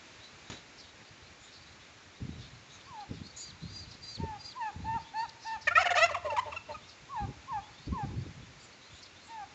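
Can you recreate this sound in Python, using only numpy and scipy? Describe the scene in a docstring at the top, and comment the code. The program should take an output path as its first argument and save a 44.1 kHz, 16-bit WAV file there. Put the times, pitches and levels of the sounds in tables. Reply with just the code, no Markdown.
"""A quiet hush lies over a farmyard lawn, with faint cheeps of small birds and one short scuff.
Puffs of air thump on the microphone, a hen turkey gives soft falling yelps and poults peep.
Then a tom gobbles once: three yaps, a cry, a rattle, a second cry, and gulps, squeaks and grunts.
His syrinx supplies clear or rough harmonics, which the resonance of his throat shapes;
the other birds sing gliding tones with a hoarse edge. The yard answers with a faint echo."""
import sys
import numpy as np
from scipy import signal
from scipy.fft import rfft, irfft, next_fast_len
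from scipy.io import wavfile
from scipy.ndimage import uniform_filter1d, map_coordinates

SR = 44100
rng = np.random.default_rng(int(sys.argv[2]) if len(sys.argv) > 2 else 0)


def transcribe(signal):
    """Save signal, clipped to [-1, 1], as a 16-bit WAV file at the path in sys.argv[1]."""
    frames = np.atleast_2d(signal).T
    limited = np.clip(frames, -1, 1)
    pcm = np.round(limited * 32767).astype(np.int16)
    wavfile.write(sys.argv[1], SR, pcm)


N = 420713


def amp(db):
    """Amplitude ratio of a level in decibels."""
    return 10 ** (np.asarray(db) / 20)


def unit(x):
    """Normalisation to rms 1."""
    return x / np.sqrt(np.mean(x ** 2) + 1e-20)


def along(points, hz):
    """Interpolation of (Hz, value) points on a logarithmic frequency axis."""
    f, v = np.transpose(points)
    return np.interp(np.log(hz + 1), np.log(f + 1), v)


def wobble(rate, size):
    """Smooth random modulation: a spline through rate knots a second."""
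    knots = rng.standard_normal(int(size * rate / SR) + 4)
    return map_coordinates(knots, [np.arange(size) * rate / SR])


def filtered(x, response):
    """Linear filtering: the spectrum is multiplied by a frequency response."""
    m = next_fast_len(len(x) + 8192)
    return irfft(rfft(x, m) * response(np.fft.rfftfreq(m, 1 / SR)), m)[:len(x)]


def noise(spectrum):
    """Spectral shaping of white noise, rms 1."""
    return unit(filtered(rng.standard_normal(N), lambda hz: amp(along(spectrum, hz))))


def add(track, s, sound):
    """Superposition of a sound on the track at s seconds."""
    part = track[max(round(s * SR), 0):][:len(sound)]
    part += sound[:len(part)]


def glide(length, *pitches):
    """Linear glide through evenly spaced pitches, one value a sample."""
    return np.interp(np.linspace(0, 1, int(length * SR)), np.linspace(0, 1, len(pitches)), pitches)


def arch(n, crest, fullness):
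    """Amplitude envelope: a skewed half sine that peaks at the fraction crest of its length."""
    u = np.interp(np.linspace(0, 1, n), [0, crest, 1], [0, .5, 1])
    return np.abs(np.sin(np.pi * u)) ** fullness


def partial(phase, rough, width):
    """Line broadening: roughness moves power from a sinusoid into a narrow band of noise."""
    r, n = np.clip(rough, 0, 1), len(phase)
    smear = wobble(width, n) * np.sin(phase) + wobble(width, n) * np.cos(phase)
    return np.sqrt(2 * (1 - r ** 2)) * np.sin(phase) + r * smear


def reflection(x, delay_s, corner_hz):
    """Specular reflection: a delayed copy with less treble."""
    return filtered(x, lambda f: np.exp(-2j * np.pi * f * delay_s) / (1 + (f / corner_hz) ** 2))


# Spectrum of the hush. Each row: frequency in Hz, relative density in dB.
HUSH_SPECTRUM = [(88, -20), (150, -7), (210, -1.5), (280, -0.5), (325, -1.5), (412, -3.5), (907, -4),
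                 (1900, -3.5), (2370, -2.5), (3200, -8), (3610, -6), (5400, -10.5), (6950, -11.5),
                 (7310, -14.5), (8360, -36.5), (10900, -69), (18400, -120)]
def hush(level_db=-56, early_db=2.07, settle_s=0.6):
    """Distant leaves and open air sum to broadband noise, a little stronger at first."""
    settling_db = early_db * np.exp(-(np.arange(N) / SR / settle_s) ** 2)
    return amp(level_db + settling_db + 0.4 * wobble(13, N)) * noise(HUSH_SPECTRUM)


# Reverberation of the yard. Each row: frequency in Hz, time to decay by 60 dB in seconds.
YARD_DECAY = [(300, 0.17), (1000, 0.69), (2500, 0.67), (8000, 0.17)]
def yard(x, tail_db=-19, wall_db=-20, wall_delay_s=0.034):
    """Reflection from a wall gives one soft echo; scattering by trees and ground gives a thin tail."""
    hz, t, spectra = signal.stft(rng.standard_normal(SR // 2), SR, nperseg=256)
    decay = amp(-60 * t / along(YARD_DECAY, hz)[:, None])
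    tail = signal.istft(spectra * decay, SR, nperseg=256)[1]
    scatter = signal.fftconvolve(x, tail / np.linalg.norm(tail))[:N]
    return amp(tail_db) * scatter + amp(wall_db) * reflection(x, wall_delay_s, corner_hz=3500)


def ground(x, bounce_db=-13, delay_s=0.002287, patter_db=-15, patter_t60=0.14):
    """The soil's reflection interferes with the call; a trunk and nearby ground scatter it briefly."""
    t = np.arange(SR // 12) / SR
    patter = rng.standard_normal(len(t)) * amp(-60 * t / patter_t60) * (t > .005)
    scatter = signal.fftconvolve(x, patter / np.linalg.norm(patter))[:N]
    return x + amp(bounce_db) * reflection(x, delay_s, corner_hz=4000) + amp(patter_db) * scatter


# Puffs of air. Each row: end of the rise in seconds, hold in seconds, level in dB.
AIR_PUFFS = [(2.205, .1, -44), (2.36, 0.075, -50), (2.518, 0.085, -64), (3.096, 0.022, -40),
             (3.203, 0.023, -47.5), (3.436, .9, -60), (3.619, 0.036, -51), (3.754, 0.03, -59),
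             (4.184, 0.041, -41.5), (4.765, 0.22, -48), (7.207, 0.081, -41), (7.502, 0.12, -54.5),
             (7.875, .075, -39), (8.034, 0.2, -40.5), (8.328, 0.18, -58.5)]
# Spectra of the rumble and of small eddies. Each row: frequency in Hz, relative density in dB.
RUMBLE_SPECTRUM = [(20, -51), (35, -12.5), (55, -2.5), (95, 1), (140, -2.5), (230, -13.5), (430, -28),
                   (600, -35.5), (1200, -89)]
EDDY_SPECTRUM = [(90, -24.5), (180, -2.5), (280, -1), (450, -5.5), (620, -20), (1100, -69.5)]
# The sharpest eddies. Each row: centre time in seconds, envelope peak in dB.
EDDY_THUMPS = [(2.221, -31), (2.255, -30), (2.294, -28.5), (3.113, -26), (3.218, -31), (3.64, -37),
               (3.953, -43), (4.204, -25.5), (4.805, -32), (4.964, -32), (7.252, -33.5), (7.929, -23.5),
               (8.05, -26.5)]
def buffeting(calm_db=-65, attack_s=0.0075, release_db_per_s=190, eddy_db=-52, eddy_growth=1.48,
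              thump_hz=175, thump_cycles=0.3):
    """Turbulent pressure rumbles on the microphone; strong puffs are brighter, and sharp eddies thump."""
    flow = amp(calm_db + wobble(4, N))
    t = np.arange(2 * SR) / SR
    for s, hold, db in AIR_PUFFS:
        release_db = release_db_per_s * np.clip(t - attack_s - hold, 0, None)
        add(flow, s - attack_s, np.minimum(t / attack_s, 1) * amp(db - release_db))
    eddy_gain = amp(eddy_db + 6.2 * wobble(45, N)) * (flow / flow.max()) ** eddy_growth
    out = eddy_gain * noise(EDDY_SPECTRUM)
    out += flow * amp(3.7 * wobble(35, N)) * noise(RUMBLE_SPECTRUM)
    t = np.arange(-SR // 40, SR // 40) / SR
    bell = np.exp(-.5 * (t * thump_hz / thump_cycles) ** 2)
    for s, db in EDDY_THUMPS:
        push = bell * np.cos(2 * np.pi * thump_hz * t + rng.uniform(0, 2 * np.pi))
        add(out, s + t[0], amp(db) * push)
    return out


# Strokes of the scuff. 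Each row: start in seconds, level in dB, time to decay by 60 dB in seconds.
SCUFF_STROKES = [(0.5, -37, 0.075), (0.519, -45, 0.35)]
# Spectrum of the scrape. Each row: frequency in Hz, relative density in dB.
GRIT_SPECTRUM = [(29, -45), (50, 5), (244, -1), (863, -5.5), (2030, -9.5), (3550, -10), (5220, -16),
                 (6890, -12), (8360, -46), (10900, -74), (18400, -120)]
def scuff():
    """Gritty friction noise decays exponentially: a sharp start, then a softer drag."""
    out, t = np.zeros(N), np.arange(SR // 2) / SR
    for s, db, t60 in SCUFF_STROKES:
        add(out, s, amp(db - 60 * t / t60))
    return out * noise(GRIT_SPECTRUM)


# Hoarse edge of the high calls. Each row: frequency in Hz, relative density in dB.
RASP_SPECTRUM = [(1500, -50), (3000, -15.5), (4300, 6.5), (5500, -2), (6600, 1.5), (7500, -5), (8400, -21)]
def rasp():
    """The aperiodic part of a bird's voice: a band of treble noise."""
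    return noise(RASP_SPECTRUM)


def peep(pitch, rough, edge, edge_db=-10, flutter_db=3.0):
    """Random frequency and amplitude modulation make a hoarse-edged whistle waver."""
    n = len(pitch)
    phase = 2 * np.pi * np.cumsum(pitch * (1 + .006 * wobble(90, n))) / SR
    swell = amp(flutter_db * wobble(67.4, n)) * arch(n, crest=.5, fullness=.5)
    start = rng.integers(N - n)
    tone = partial(phase, rough, width=700 + 1800 * rough ** 2)
    return swell * (tone + amp(edge_db) * edge[start:start + n])


# Rising cheeps; the row at 5.15 s is instead a thin rising line that sounds with the hen's yelp at 5.135 s.
# Each row: start in seconds, top pitch in Hz, level in dB.
RISING_CHEEPS = [(.2, 4050, -56), (.5, 4000, -56.5), (0.821, 3900, -59), (1.79, 3680, -63),
                 (2.4, 3740, -58.5), (2.74, 3720, -67), (2.952, 4250, -63), (3.225, 4530, -56),
                 (3.601, 4280, -56), (5.15, 4630, -52), (7.8, 4570, -61.5), (8.57, 4860, -64),
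                 (8.92, 3590, -60.5)]
# Hoarse falling chirps, and at 5.291 s one short beak tick played as a 9 ms sweep. Each row: start in seconds,
# length in seconds, level in dB.
CHIRPS_AND_TICK = [(0.777, 0.076, -54.5), (1.51, 0.075, -60.5), (2.374, 0.09, -63.5), (3.11, 0.095, -61),
                   (3.889, 0.078, -54.5), (5.291, .009, -47.5), (5.4, 0.17, -54), (5.611, 0.087, -50.5),
                   (6.871, 0.067, -55), (9.019, 0.053, -54.5)]
# Thin arching whistles. Each row: start in seconds, top pitch in Hz, level in dB.
THIN_WHISTLES = [(1.4, 7050, -62), (2.69, 6500, -64.5), (3.362, 6910, -47.5), (8.589, 7180, -65),
                 (8.92, 7100, -65.5), (9.23, 7400, -67)]
def small_birds(cheep_s=.098, cheep_rise=.1, chirp_top_hz=5500, chirp_end_hz=3800,
                whistle_s=.095, whistle_arch=.025, blur_per_db=.065, far_db=-64, far_count=64):
    """Frequency sweeps make cheeps, chirps and whistles; farther birds cheep faintly at random."""
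    out, edge = np.zeros(N), rasp()
    rising = lambda length, hz: glide(length, hz * (1 - cheep_rise), hz * (1 - cheep_rise / 4), hz)
    for s, hz, db in RISING_CHEEPS:
        blur = np.clip(.15 + blur_per_db * (-49.5 - db), .1, .8)  # distance blurs the faint ones
        add(out, s, amp(db) * peep(rising(cheep_s, hz), blur, edge))
    for s, length, db in CHIRPS_AND_TICK:
        add(out, s, amp(db) * peep(glide(length, chirp_top_hz, chirp_end_hz), .92, edge, edge_db=-9.5))
    for s, hz, db in THIN_WHISTLES:
        foot_hz = hz * (1 - whistle_arch)
        add(out, s, amp(db) * peep(glide(whistle_s, foot_hz, hz, foot_hz), 0.64, edge, edge_db=-5.5))
    for when, span, height in rng.random((far_count, 3)):
        pitch = rising(.05 + .05 * span, 3500 + 1300 * height)
        add(out, when * N / SR, amp(far_db) * peep(pitch, .55, edge))
    return out


# Near peeps. Each row: start in seconds, length in seconds, held pitch in Hz, level in dB.
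POULT_PEEPS = [(3.401, .118, 4760, -48.5), (3.674, 0.19, 4760, -50.5), (4.01, 0.17, 4750, -48),
               (4.384, .15, 4840, -52)]
# Steady side lines. Each row: frequency in sevenths of the held pitch, relative level in dB.
POULT_SIDEBANDS = [(6, -8.5), (9, -12.5), (10, -17.5)]
def poults(scoop=0.03, scoop_s=0.018, drop=0.43, drop_s=0.015, crescendo_db=6, rough=0.23):
    """A carrier with sidebands: each peep scoops up, grows as it holds, and drops as the sides fade."""
    out, edge = np.zeros(N), rasp()
    for s, length, hz, db in POULT_PEEPS:
        t = np.arange(int(length * SR)) / SR
        pitch = hz * (1 - scoop * np.exp(-t / scoop_s) - drop * np.exp((t - length) / drop_s))
        crescendo = amp(crescendo_db * (t / length - .5))
        carrier = crescendo * peep(pitch, rough, edge, edge_db=-10.5, flutter_db=3.5)
        sides = sum(amp(line_db) * peep(np.full(len(t), hz * k / 7), rough, edge)
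                    for k, line_db in POULT_SIDEBANDS)
        add(out, s, amp(db) * (carrier + np.sin(np.pi * t / length) * sides))
    return out


# Yelps. Each row: start in seconds, length in seconds, opening pitch in Hz, late pitch in Hz,
# level in dB, relative overtone level in dB.
HEN_YELPS = [(2.857, .19, 1135, 812, -45.5, -19), (4.183, 0.2, 925, 834, -41.5, -17.5),
             (4.551, 0.16, 1060, 847, -35.5, -11), (4.841, .15, 900, 937, -32.5, -17.5),
             (5.135, .13, 886, 960, -33, -13), (5.447, .13, 925, 889, -35, -10.5),
             (6.232, 0.17, 1110, 834, -36, -17), (7.087, .174, 1145, 801, -36, -17.5),
             (7.474, .13, 1140, 813, -34.5, -18.5), (7.917, .14, 1130, 797, -37, -16.5),
             (9.278, .17, 930, 808, -42.5, -14.5)]
def hen(mid_hz=886, rest_hz=763, scoop=0.184, scoop_s=0.01124, fullness=0.67,
        third_db=-8, fourth_db=-22, break_db=-13, husk_db=-20):
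    """Nearly pure yelps scoop up; overtones open as they fall, and period doubling breaks the end."""
    out, husk = np.zeros(N), rasp()
    for s, length, opening_hz, late_hz, db, overtone_db in HEN_YELPS:
        n = int(length * SR)
        u = np.linspace(0, 1, n)
        contour = np.interp(u, [.2, .5, .83, 1], [opening_hz, mid_hz, late_hz, rest_hz])
        pitch = uniform_filter1d(contour, size=700, mode="nearest") * (1 + .011 * wobble(121, n))
        phase = 2 * np.pi * np.cumsum(pitch * (1 - scoop * np.exp(-u * length / scoop_s))) / SR
        crest = np.clip(0.59 + 1.2 * max(-41.5 - db, 0), .1, .9)  # weak yelps peak later
        strain = np.clip(pitch - 930, 0, None)  # above its easy range the voice is thin and quiet
        swell = arch(n, crest, fullness) * amp(wobble(60, n) - 0.013 * strain)
        overtones = partial(2 * phase, .14, 250) + amp(third_db) * partial(3 * phase, .16, 250)
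        overtones += amp(fourth_db) * partial(4 * phase, .4, 300)
        overtones += amp(husk_db) * np.roll(husk, rng.integers(N))[:n]
        crack = amp(break_db) * np.clip((u - .65) / 0.27, 0, 1) * partial(1.5 * phase, .22, 200)
        voice = partial(phase, .08, 150) + amp(overtone_db - 0.31 * strain) * overtones
        add(out, s, amp(db) * (swell * voice + np.sqrt(swell) * crack))
    return out


# Spectral envelope of the tom's throat. Each row: frequency in Hz, relative gain in dB.
THROAT_RESPONSE = [(300, -28.5), (480, -22), (650, 2.5), (1000, -2), (1350, -6.5), (2000, -5.5),
                   (2700, -5.5), (3300, -14), (4300, -17.5), (5000, -21), (5350, -15), (5750, -23),
                   (6900, -18), (8200, -45.5)]
# Windpipe resonances. Each row: centre in Hz, bandwidth in Hz, relative gain in dB.
WINDPIPE_MODES = [(1100, 75, 5.5), (1960, 69, 8.5), (2730, 32, 10), (4040, 170, -36), (6670, 2000, -46)]
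def syrinx(pitch, db, throat_hz, lift_db, rough, jitter=0.013, half_width_hz=400, husk_db=-13,
           dulling=.29, second_ratio=0.79, second_db=-5, harmonics=14):
    """Source and filter: harmonics pass through the throat, whose resonance jumps as the neck shakes."""
    size = len(pitch)
    phase = 2 * np.pi * np.cumsum(pitch * (1 + jitter * rough * wobble(360, size))) / SR
    k = np.arange(1, harmonics + 1)[:, None]
    sway_db = np.array([wobble(45, size) for n in k]) * np.clip(k - 2, 0, 4)
    # Softer syllables lose their highest harmonics.
    soft_db = dulling * np.clip(db + 24, -14, 0) * np.clip((k * pitch - 3000) / 3000, 0, 1)
    resonance_db = lift_db / (1 + ((k * pitch - throat_hz) / half_width_hz) ** 4)
    gains = amp(along(THROAT_RESPONSE, k * pitch) + sway_db + soft_db + resonance_db)
    gains /= np.linalg.norm(gains, axis=0)
    voice = sum(gain * partial(n * phase + rng.uniform(0, np.pi), rough * n, width=480)
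                for n, gain in enumerate(gains, 1))
    # Biphonation: in rough syllables the other side of the syrinx joins in at a lower pitch.
    second = sum(amp(along(THROAT_RESPONSE, ratio * pitch)) * partial(ratio * phase, 0.41, width=380)
                 for ratio in second_ratio * k[1:, 0])
    # Turbulence rings the windpipe.
    pipe = lambda f: sum(amp(gain_db) * 1j * f * width / (hz * hz - f * f + 1j * f * width)
                         for hz, width, gain_db in WINDPIPE_MODES)
    husk = unit(filtered(rng.standard_normal(size), pipe)) * amp(husk_db) * np.sqrt(2 * np.abs(rough))
    return amp(db) * (voice + amp(second_db) * rough * second + husk)


def syllable(db, length, first_hz, last_hz, throat_hz, lift_db, rough,
             crest=0.43, fullness=0.66, crest_db=1.0):
    """A short glide of the syrinx under an envelope that swells and sinks."""
    pitch = glide(length, first_hz, last_hz)
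    swell = amp(crest_db) * arch(len(pitch), crest, fullness)
    return swell * syrinx(pitch, db, throat_hz, lift_db, rough)


# The falling flick that opens a gulp. In order: length in seconds, first and last pitch in Hz,
# throat resonance in Hz, its lift in dB, roughness from 0 to 1.
GULP_FLICK = (0.019, 1280, 920, 860, 12.7, 0.26)
# Gulps, a flick and its landing note. Each row: start in seconds, flick level in dB,
# first and last pitch of the landing in Hz, landing level in dB.
TOM_GULPS = [(6.09, -34.5, 608, 588, -34), (6.143, -28.5, 750, 645, -35), (6.364, -30, 916, 1062, -24.5),
             (6.523, -38.5, 636, 622, -44.5)]
# Squeaks. Each row: start and length in seconds, mid pitch in Hz, level in dB, throat resonance in Hz.
TOM_SQUEAKS = [(6.301, 0.013, 1350, -39, 2640), (6.516, 0.019, 1340, -45.5, 2720),
               (6.562, .02, 1345, -36.5, 2650), (6.741, 0.025, 1240, -43, 1270)]
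# Grunts. Each row: start and length in seconds, mid pitch in Hz, level in dB.
TOM_GRUNTS = [(6.247, 0.035, 606.6, -29.5), (6.32, 0.019, 593, -31.5), (6.456, .046, 299.6, -39),
              (6.687, 0.045, 300.7, -39)]
def dying_away(landing_delay_s=0.015, landing_s=0.024, squeak_sag=0.033, grunt_sag=0.047):
    """Intermittent voicing: the gobble breaks up into separate gulps, squeaks and grunts."""
    out = np.zeros(N)
    for s, flick_db, first_hz, last_hz, landing_db in TOM_GULPS:
        add(out, s, syllable(flick_db, *GULP_FLICK))
        landing = syllable(landing_db, landing_s, first_hz, last_hz,
                           throat_hz=last_hz, lift_db=12.5, rough=0.16, crest=0.55)
        add(out, s + landing_delay_s, landing)
    for s, length, hz, db, throat_hz in TOM_SQUEAKS:
        add(out, s, syllable(db, length, hz * (1 + squeak_sag), hz * (1 - squeak_sag),
                             throat_hz, lift_db=7.5, rough=.06))
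    for s, length, hz, db in TOM_GRUNTS:
        add(out, s, syllable(db, length, hz * (1 + grunt_sag), hz * (1 - grunt_sag),
                             throat_hz=590, lift_db=27, rough=0.12, fullness=0.51))
    return out


# The rattle's two notes. Each gives: length in seconds, first and last pitch in Hz,
# throat resonance in Hz, its lift in dB, roughness from 0 to 1.
HIGH_NOTE = (0.0088, 935, 885, 2200, 57, 0.13)
LOW_NOTE = (0.03, 745, 685, 370, 4.5, 0.28)
def rattle(start_s=5.843, period_s=.0485, first_db=-25.5, high_db=-3.5, flip_s=.01, fade_db=0.45):
    """Pitch alternation: a short high note flips to a rough low one, about twenty times a second."""
    out = np.zeros(N)
    for beat in range(3):
        s, db = start_s + beat * period_s, first_db - beat * fade_db
        add(out, s, syllable(db + high_db, *HIGH_NOTE))
        add(out, s + flip_s, syllable(db, *LOW_NOTE))
    return out


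# Two long cries, a list for each. Each row: time in seconds, pitch in Hz, relative level in dB,
# weight of the fundamental against the throat resonance in dB, that resonance in Hz.
CRY_CONTOURS = [
    [(5.769, 637, -27, -16.5, 1370), (5.779, 653, -13.5, -24.5, 1360), (5.799, 760, -29, 0.5, 1350),
     (5.813, 751, -23.5, -0.5, 1350), (5.823, 649, -28, -2.5, 1380), (5.835, 680, -30.5, 1.5, 1450)],
    [(5.965, 678, -30.5, -7, 1390), (5.977, 579, -22.5, -6.5, 1470), (5.991, 660, -18.5, -4, 1660),
     (6.003, 600.5, -30.5, 2.5, 1810), (6.023, 650, -16.5, -12, 1940), (6.047, 688, -16, -1, 2020),
     (6.07, 662, -40, -7, 2020)],
]
def cries(gain_db=-2.5, lift_db=-0.5, clear_db=-22, rough_per_db=-0.14, clear_rough=0.037, waver=0.0025):
    """Long notes, clear when pushed and rough when slack; resonance grows at the fundamental's cost."""
    out = np.zeros(N)
    for rows in CRY_CONTOURS:
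        s, *columns = np.transpose(rows)
        t = np.arange(s[0], s[-1], 1 / SR)
        pitch, db, fundamental_db, throat_hz = [np.interp(t, s, column) for column in columns]
        pitch *= 1 + waver * wobble(150, len(t))
        # Negative roughness adds jitter, husk and the second voice without broadening the harmonics.
        rough = clear_rough + rough_per_db * np.clip(clear_db - db, 0, None)
        voice = syrinx(pitch, db + gain_db, throat_hz, lift_db - fundamental_db, rough)
        add(out, s[0], signal.windows.tukey(len(t), .06) * voice)
    return out


# Opening yaps. Each row: start in seconds, level in dB, length in seconds, first and last pitch in Hz,
# throat resonance in Hz, its lift in dB, roughness from 0 to 1.
TOM_YAPS = [(5.671, -22, .021, 638, 564, 2100, 14.5, 0.1), (5.708, -31, 0.027, 662, 726, 1400, 19.5, .04),
            (5.752, -20, .027, 591, 659, 2140, 23, 0.04)]
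def gobble(thrum_db=-53, thrum_hz=86, octave_db=-9, thrum_growth=0.18):
    """The tom's syllables in a chain; their envelope modulates a faint low thrum of the chest."""
    out = rattle() + dying_away()
    for s, *shape in TOM_YAPS:
        add(out, s, syllable(*shape))
    out += cries()
    effort = np.abs(uniform_filter1d(np.abs(out), size=1800))
    phase = 2 * np.pi * thrum_hz * np.arange(N) / SR
    thrum = partial(phase, 1.0, width=36) + amp(octave_db) * partial(2 * phase, 1.0, width=140)
    return out + amp(thrum_db) * (effort / effort.max()) ** thrum_growth * thrum


def scene(distance_db=6):
    """Direct and reflected sound add; the small birds, farther off, are the more reverberant."""
    near = ground(gobble()) + hen() + scuff()
    far = poults() + small_birds()
    return (near + far + yard(near + amp(distance_db) * far) + buffeting() + hush())[None]


def record(dry, low_cut_hz=52, top_hz=8330):
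    """Band limiting: the microphone sheds the deepest rumble and the highest treble."""
    low_pass = lambda hz: np.clip((top_hz - hz) / 500 + .5, 0, 1)
    high_pass = lambda hz: hz ** 2 / np.hypot(hz ** 2, low_cut_hz ** 2)
    return np.array([filtered(x, lambda hz: low_pass(hz) * high_pass(hz)) for x in dry])


dry = scene()
out = record(dry)
transcribe(out)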